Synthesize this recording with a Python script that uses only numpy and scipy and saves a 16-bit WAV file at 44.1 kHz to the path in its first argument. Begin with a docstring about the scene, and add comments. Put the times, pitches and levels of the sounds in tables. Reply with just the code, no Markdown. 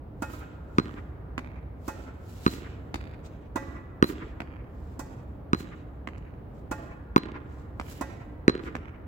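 """The ping of racket strings comes first, over the low rumble of a town; then a ball pops loudly on a concrete wall.
Someone practises tennis in a yard between buildings, heard from the ground near the wall.
Strings ring as fading tones, the wall adds a crack, a thump and a shell ring, and the court a light gritty tap.
Shoes on the gritty court make grainy noise, in long slides and a few brief footfalls.
The buildings echo, and the town is shaped noise behind it all."""
import sys
import numpy as np
from scipy import signal
from scipy.fft import rfft, irfft, next_fast_len
from scipy.io import wavfile
from scipy.ndimage import map_coordinates

SR = 44100
rng = np.random.default_rng(int(sys.argv[2]) if len(sys.argv) > 2 else 0)


def unload_wav(signal):
    """Save mono or channel-first audio to the path in sys.argv[1] as 16-bit WAV at rate SR, clipped to [-1, 1]."""
    wavfile.write(
        sys.argv[1],
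        SR,
        np.round(np.clip(np.atleast_2d(signal).T, -1, 1) * 32767).astype(np.int16),
    )


N = 399987
T = np.arange(SR // 2) / SR  # time since a blow, in seconds

# distant traffic colour: f/Hz, level/dB
TOWN = [(13, -37), (22, -20), (64, 1.5), (205, -13), (229, -14.5), (302, -12), (337, -18.5), (432, -17.5),
        (861, -25), (935, -26), (2320, -45), (7190, -69), (16000, -59)]
# how alike left and right are in a diffuse sound: f/Hz, likeness/0-1
ALIKE = [(60, 1), (150, 0.93), (380, 0.69), (900, 0.05), (3000, 0.059), (15000, 0.17)]
# flat walls around the yard: delay t/s, level/dB before the echo setting and colour
ECHOES = [(0.0729, -23), (0.0981, -29), (0.157, -29)]
# time the yard's tail takes to fall by 60 dB: f/Hz, t/s
YARD_T60 = [(100, 0.3), (300, 2.1), (1000, 6.3), (2500, 1.37), (4500, 0.67), (8000, 0.27), (15000, 0.39)]
# colour of the yard's tail: f/Hz, level/dB
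YARD_COLOUR = [(80, -36), (300, -1), (700, -17), (2500, 2.5), (8000, 4), (15000, 2)]
# colour of the scattered return from a far facade: f/Hz, level/dB
FACADE_COLOUR = [(200, -10), (700, -5.5), (1400, -4), (2300, 2), (3300, -6), (12000, -24)]
# colour of small reflectors: f/Hz, level/dB
POST_COLOUR = [(100, -7.5), (400, 0.5), (1000, -2), (3000, 1.5), (4500, -9), (12000, -9.5)]
# colour of the echoes off flat walls: f/Hz, level/dB
ECHO_COLOUR = [(100, -5), (400, 2.5), (1000, -18.5), (3000, 3.5), (5000, -4.5), (12000, 0)]
# shoes on grit, long slides and a few brief footfalls:
#   peak t/s, length t/s, scrape level/dB, fizz level/dB over the scrape
SHOE_MOVES = [(0.872, 0.3, -66.5, -6), (1.89, 0.1, -57.5, -2), (2.366, 0.22, -59, -2.5),
              (2.513, .16, -49, -5), (3.262, 0.031, -54.5, -20), (4.09, 0.062, -48, 0),
              (4.88, 0.29, -72.5, -6), (5.606, 0.062, -53.5, -4.5), (6.181, .007, -58.5, -22),
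              (6.577, 0.089, -73, -11), (7.563, .2, -71, -10), (7.923, 0.14, -53.5, -0.5),
              (8.661, 0.067, -60, -10)]
# colour of soles scraping: f/Hz, level/dB per Hz
SCRAPE = [(800, -1), (2500, 0.5), (4000, 0), (6000, -2.5), (7700, 0.5), (9000, -16), (16000, -14)]
# colour of fine fizzing grit: f/Hz, level/dB per Hz
FIZZ = [(3000, -18), (7000, -17), (10000, 4), (15500, 6)]
# ball on the court: t/s, strength level/dB, lag of the practice wall's mirror image t/ms,
#   grit level/dB over the strength
COURT = [(1.3793, -35.5, 11.4, -14), (2.9425, -35, 14.5, -9), (4.4033, -37, 14.5, -19.5),
         (6.0738, -38.5, 13.3, -20), (7.7979, -37, 14.5, -14.5), (8.7525, -36.5, 12, -18)]
# colour of the tap on the court: f/Hz, level/dB per Hz
COURT_CRACK = [(100, -17.5), (500, 1.5), (1000, 4.5), (2400, -1.5), (3400, -16.5), (7000, -38),
               (10000, -60), (16000, -55)]
# colour of the grit in a bounce: f/Hz, level/dB per Hz
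BOUNCE_GRIT = [(1000, -10), (3000, 1), (5000, -0.5), (7500, -2.5), (9500, -15), (15500, -14)]
# strokes: t/s, strength level/dB, distance from the sweet spot/0-1, scrape of the pivoting foot level/dB
RACKET = [(0.2205, -36, 1, -57), (1.879, -37.5, 0.33, -62.5), (3.557, -33.5, 0, -66),
          (4.992, -43, 0.22, -72), (6.712, -36, 0.58, -70), (8.0095, -36.5, 0.13, -67)]
# string bed modes: f/Hz, relative level/dB, 60 dB decay t/s, level/dB gained far from the sweet spot
STRINGS = [(548, -7.5, 0.38, -4.5), (860, -3, 0.22, 3.5), (1036, 16, 0.047, -12), (1413, -1.5, 0.1, 14),
           (1600, -10, 0.23, -4), (1810, -32, .2, -13), (1840, -18, 0.37, 6.5), (1965, -2, 0.16, -24),
           (2550, -16, 0.15, 11), (2540, -9, 0.13, -6), (2610, -16, 0.079, 10), (3680, -15, 0.11, -17)]
# colour of the noise in a stroke: f/Hz, level/dB per Hz
RACKET_CRACK = [(100, -40), (400, -4), (650, 2), (1300, -1), (2000, -13.5), (3000, -23.5), (8000, -35),
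                (16000, -68.5)]
# colour of felt brushing the strings: f/Hz, level/dB per Hz
BRUSH = [(1000, -24), (3000, -13.5), (5000, -4), (7700, 2), (9000, -8), (15500, -9)]
# ball on the wall: t/s, strength level/dB, shell f/Hz, ground reflection lag t/ms, side wall lag t/ms,
#   then level/dB over the strength for shell ring, metallic ring and grit
WALL = [(0.7841, -11, 1180, 0.83, 13.9, -19, -27, -57), (2.464, -11.5, 1130, 0.77, 14.7, -18, -19, -39),
        (4.0256, -8, 1110, 0.675, 16.2, -19.5, -27, -40), (5.5322, -13, 1166, 0.78, 15, -18.5, -26, -45),
        (7.1619, -9, 1070, 0.825, 17.6, -11, -27.5, -37), (8.4801, -6.5, 1140, 0.47, 16.3, -19, -25.5, -53)]
# colour of the crack on the concrete: f/Hz, level/dB per Hz
WALL_CRACK = [(100, -23), (500, -14), (1200, 19), (2000, 5), (2800, -2), (3600, -4), (5500, -11.5),
              (8000, -18), (10000, -41), (16000, -43)]
# something metal by the wall: f/Hz, relative level/dB, 60 dB decay t/s
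METAL = [(4080, 9, 0.13), (4100, 2, 0.28), (4170, 2, 0.093), (6840, 2, .04), (9000, -14, 0.037)]

BRUSH_DB = -43  # felt brushing the strings, the same at every stroke
PIVOT_AFTER_S, PIVOT_LENGTH_S = 0.12, 0.16  # the foot turns during each follow-through
RISE_SHARE = 0.54  # part of a shoe sound spent swelling
# a pivot this loud fizzes as much as it scrapes; dB of fizz lost per dB below
PIVOT_FIZZ_FROM_DB, PIVOT_FIZZ_GROWS = -56.5, 1.5
TAP_DB, TAP_THUMP_DB, FELT_DB = -2, 0, 1.5  # parts of a bounce, over its strength
PING_DB, BED_THUMP_DB, BED_CRACK_DB = 1.5, 6, 6  # parts of a stroke, over its strength
CRACK_DB, THUMP_DB, KNOCK_DB = -11, -3.5, -30.5  # parts of the pop, over its strength
# a harder blow flattens the ball faster, so it thumps higher: pitch of a usual blow, growth per dB
USUAL_BLOW_DB, THUMP_HZ, THUMP_RISE_PER_DB = -10, 262.5, 0.04
# the wall lies to the left: lag of the right microphone, and its level over the left
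WALL_PORT_MS, WALL_RIGHT_DB = 0.353, 3.0
METAL_WIDTH_HZ = 50  # how far the metal's modes waver
TOP_HZ = 16200  # nothing is kept from here up


def amp(db):
    """Decibels to gain."""
    return 10 ** (np.asarray(db) / 20)


def unit(x):
    """Scaled to rms 1."""
    return x / np.sqrt(np.mean(x ** 2) + 1e-20)


def burst(x):
    """Scaled to the energy of 10 ms at rms 1."""
    energy = np.mean(np.sum(x ** 2, axis=-1))
    return x / np.sqrt(energy / (SR / 100) + 1e-20)


def along(points, hz):
    """Values of an (f/Hz, value) table, read on a log frequency axis."""
    f, v = np.transpose(points)
    return np.interp(np.log(hz + 1), np.log(f + 1), v)


def filtered(x, response):
    """x times a complex response of frequency."""
    n = x.shape[-1]
    m = next_fast_len(n + SR // 4)
    hz = np.fft.rfftfreq(m, 1 / SR)
    return irfft(rfft(x, m) * response(hz), m)[..., :n]


def coloured(x, spectrum):
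    """x with an (f/Hz, level/dB) colour."""
    return filtered(x, lambda hz: amp(along(spectrum, hz)))


def delayed(x, s):
    """x arriving s seconds later."""
    return filtered(x, lambda hz: np.exp(-2j * np.pi * hz * s))


def click(spectrum):
    """The most compact pulse with this colour that starts at once (minimum phase)."""
    hz = np.fft.rfftfreq(len(T), 1 / SR)
    cepstrum = irfft(np.log(amp(along(spectrum, hz))))
    # folding the second half onto the first puts the energy at the start
    cepstrum[1:len(T) // 2] *= 2
    cepstrum[len(T) // 2 + 1:] = 0
    return burst(irfft(np.exp(rfft(cepstrum))))


def puff(spectrum, t60, rise_s):
    """Stereo noise that swells quickly and dies away."""
    envelope = amp(-60 * T / t60) * (1 - np.exp(-T / rise_s))
    noise = coloured(rng.standard_normal((2, len(T))), spectrum)
    return burst(noise * envelope)


def ring(hz, t60, phase=0):
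    """One decaying mode: a pure tone that falls by 60 dB in t60 seconds."""
    return np.sin(2 * np.pi * hz * T + phase) * amp(-60 * T / t60)


def rattle(hz, t60, width_hz):
    """A loosely held mode: its strength and phase waver as it dies."""
    band = filtered(rng.standard_normal(len(T)), lambda f: 1 / (1 + ((f - hz) / width_hz) ** 4))
    return unit(band) * amp(-60 * T / t60)


def thump(hz, crest_s, centre_s, width_s):
    """Air moved by the ball as it flattens and springs back: a few swings of a low wave."""
    envelope = np.exp(-((T - centre_s) / width_s) ** 2) * (1 - np.exp(-T / 0.000067))
    return burst(np.cos(2 * np.pi * hz * (T - crest_s)) * envelope)


def wobble(rate):
    """A smooth random curve with rate knots a second."""
    knots = rng.standard_normal(int(N * rate / SR) + 4)
    return map_coordinates(knots, [np.arange(N) * rate / SR])


def ports(x, lag_ms, right_db):
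    """A sound reaching two microphones: the right one is late by lag_ms and louder by right_db."""
    left = x * amp(-right_db / 2)
    right = delayed(x, lag_ms / 1000) * amp(right_db / 2)
    return np.array([left, right])


def spread(pair):
    """Two unrelated noises become a diffuse field: alike in the bass, apart in the treble."""
    def mix(hz):
        turn = np.arccos(np.clip(along(ALIKE, hz), 0, 1)) / 2
        return np.array([np.cos(turn), np.sin(turn)])

    mid, side = filtered(pair, mix)
    return np.array([mid + side, mid - side])


def add(track, s, x):
    """Mix x into the track at s seconds."""
    start = round(s * SR)
    part = x[:, :N - start]
    track[:, start:start + part.shape[1]] += part


def yard(x, near_db, ragged_db, tail_db, facade_db, echo_db):
    """The yard's answer to a sound: close scatter, slap echoes, ragged returns, a far facade and a long tail."""
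    # the tail is noise in which each pitch dies at its own pace
    hz, t, z = signal.stft(rng.standard_normal((2, SR * 3 // 2)), SR, nperseg=256)
    decay = amp(-60 * t / along(YARD_T60, hz)[:, None])
    tail = signal.istft(z * decay, SR, nperseg=256)[1]
    t = np.arange(tail.shape[1]) / SR
    near = rng.standard_normal(tail.shape) * amp(-60 * t / 0.14) * (1 - np.exp(-t / 0.0074))
    # posts and balconies each send back one small copy
    hits = rng.random(len(t)) < 240 / SR
    posts = hits * rng.standard_normal(len(t)) * (t > .06) * amp(-60 * t / 0.79)
    posts = ports(coloured(posts, POST_COLOUR), lag_ms=0.28, right_db=9.0)
    facade = coloured(rng.standard_normal(tail.shape), FACADE_COLOUR)
    facade = facade * np.exp(-((t - .198) / 0.019) ** 2)
    layers = (coloured(tail, YARD_COLOUR), tail_db), (near, near_db), (facade, facade_db)
    answer = spread(sum(amp(db) * part / np.linalg.norm(part[0]) for part, db in layers))
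    answer += amp(ragged_db) * posts / np.linalg.norm(posts[0])
    slaps = np.zeros(len(t))
    for s, db in ECHOES:
        slaps[round(s * SR)] = amp(db + echo_db)
    answer += coloured(slaps, ECHO_COLOUR)
    return signal.fftconvolve(x[None], answer, axes=1)


def town():
    """Distant traffic: a slowly swelling rumble of noise with a low engine drone in it."""
    traffic = unit(spread(coloured(rng.standard_normal((2, N)), TOWN)))
    drone = unit(filtered(rng.standard_normal(N), lambda hz: np.exp(-((hz - 62) / 9) ** 2)))
    swell = amp(.6 * wobble(3))
    rumble = amp(-41.5) * swell * traffic + amp(-52.5) * drone
    return rumble * amp([[-.5], [.5]])


def shoes():
    """Soles press and drag on loose grit: a grainy scrape that the yard returns, and a fine fizz on top."""
    t = np.arange(N) / SR
    pivots = []
    for s, _, _, db in RACKET:
        fizz_db = PIVOT_FIZZ_GROWS * (db - PIVOT_FIZZ_FROM_DB)
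        pivots.append((s + PIVOT_AFTER_S, PIVOT_LENGTH_S, db, fizz_db))
    power, fizz_power = np.zeros(N), np.zeros(N)
    for s, length, db, fizz_db in [*SHOE_MOVES, *pivots]:
        side_s = length * np.where(t < s, RISE_SHARE, 1 - RISE_SHARE)
        swell = np.exp(-np.abs((t - s) / side_s) ** 1.7)
        power += (amp(db) * swell) ** 2
        fizz_power += (amp(db + fizz_db) * swell) ** 2
    grains = amp(1.7 * wobble(440) + 1.6 * wobble(40))

    def sand(spectrum):
        return unit(coloured(grains * rng.standard_normal((2, N)), spectrum))

    scrape = np.sqrt(power) * sand(SCRAPE)
    fizz = np.sqrt(fizz_power) * sand(FIZZ)
    answer = yard(scrape[0], near_db=-15, ragged_db=-16.5, tail_db=-11, facade_db=-16.5, echo_db=3)
    return (scrape + fizz) * amp([[-1], [1]]) + answer[:, :N]


def court_bounces():
    """A light gritty tap at contact and another at release, mirrored by the practice wall."""
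    track = np.zeros((2, N))
    for s, db, mirror_ms, grit_db in COURT:
        crack = -amp(TAP_DB) * click(COURT_CRACK)
        release = 0.22 * delayed(crack, 0.002935)
        body = amp(TAP_THUMP_DB) * thump(273, crest_s=0.0025, centre_s=0.0026, width_s=0.0045)
        felt = amp(FELT_DB) * puff(COURT_CRACK, t60=0.017, rise_s=0.00045)
        grit = amp(grit_db) * puff(BOUNCE_GRIT, t60=0.013, rise_s=0.00024)
        tap = ports(crack + release + body, lag_ms=0.14, right_db=9.0)
        tap = tap + felt + grit + 0.73 * delayed(grit, 0.0033)
        mirror = delayed(tap, mirror_ms / 1000)
        add(track, s, amp(db) * (tap + amp(-8.0) * mirror))
        answer = yard(crack + body + grit[0], near_db=-9.0, ragged_db=-17.5, tail_db=-11.5,
                      facade_db=-22.0, echo_db=-8)
        add(track, s, amp(db) * answer)
    return track


def racket_hits():
    """The ball thumps into the string bed; its distance from the sweet spot shifts which modes ping."""
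    track = np.zeros((2, N))
    for s, db, off_centre, _ in RACKET:
        ping = np.zeros(len(T))
        for hz, level, t60, edge_db in STRINGS:
            # each mode varies a little in level and starts at a random phase
            level_chance, phase_chance = rng.standard_normal(2)
            gain = amp(level + edge_db * off_centre + level_chance)
            ping += gain * ring(hz, t60, np.pi * phase_chance)
        ping = amp(db + PING_DB) * burst(ping * (1 - np.exp(-T / 0.016)))
        body = amp(db + BED_THUMP_DB) * thump(282, crest_s=0.002, centre_s=0.0045, width_s=0.0035)
        crack = amp(db + BED_CRACK_DB) * puff(RACKET_CRACK, t60=0.076, rise_s=0.0055)
        noise = crack + amp(BRUSH_DB) * puff(BRUSH, t60=0.08, rise_s=0.0013)
        add(track, s, ports(ping + body, lag_ms=0.044, right_db=5.5) + noise * amp([[-2], [2]]))
        answer = yard(.6 * ping + body + noise[0], near_db=-33, ragged_db=-20.5, tail_db=-8.0,
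                      facade_db=-19.0, echo_db=-9.0)
        add(track, s, answer)
    return track


def wall_hits():
    """The ball cracks on the concrete and thumps; its shell rings at contact and again at release."""
    track = np.zeros((2, N))
    for s, db, shell_hz, ground_ms, side_ms, shell_db, metal_db, grit_db in WALL:
        thump_hz = THUMP_HZ * np.exp(THUMP_RISE_PER_DB * (db - USUAL_BLOW_DB))
        crack = -amp(CRACK_DB) * click(WALL_CRACK)
        body = amp(THUMP_DB) * thump(thump_hz, crest_s=0.0019, centre_s=0.0028, width_s=0.0017)
        contact = burst(ring(shell_hz, 0.011))
        release = burst(ring(shell_hz, 0.0074) * (1 - np.exp(-(T / 0.00059) ** 2)))
        shell = amp(shell_db) * (delayed(release, 0.00431) - contact)
        knock = -amp(KNOCK_DB) * burst(ring(1860, 0.0053) * (1 - np.exp(-T / 0.00014)))
        ground = .7 * delayed(crack + shell, ground_ms / 1000)
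        grit = amp(grit_db) * puff(FIZZ, t60=0.013, rise_s=0.00013)[0]
        # a side wall returns the pop, and a thin metallic ring hangs on
        slap = delayed(amp(-12.5) * body + amp(-11) * crack + grit, side_ms / 1000)
        modes = [amp(level) * rattle(hz, t60, METAL_WIDTH_HZ) for hz, level, t60 in METAL]
        metal = amp(metal_db) * burst(sum(modes))
        pop = body + crack + ground + grit + shell + knock + slap + metal
        add(track, s, amp(db) * ports(pop, lag_ms=WALL_PORT_MS, right_db=WALL_RIGHT_DB))
        answer = yard(body + crack + shell + knock, near_db=-21.0, ragged_db=-31, tail_db=-21.5,
                      facade_db=-27.5, echo_db=1.5)
        add(track, s, amp(db) * answer)
    return track


def scene():
    """The town, the footwork and the rally."""
    return town() + shoes() + court_bounces() + racket_hits() + wall_hits()


def record(dry):
    """Rounds the highest peaks, drops the deepest bass and keeps nothing from the band limit up."""
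    held = dry / (1 + np.abs(dry / .95) ** 8) ** (1 / 8)
    return filtered(held, lambda hz: (hz < TOP_HZ) * hz ** 2 / np.hypot(hz ** 2, 28 ** 2))


dry = scene()
out = record(dry)
unload_wav(out)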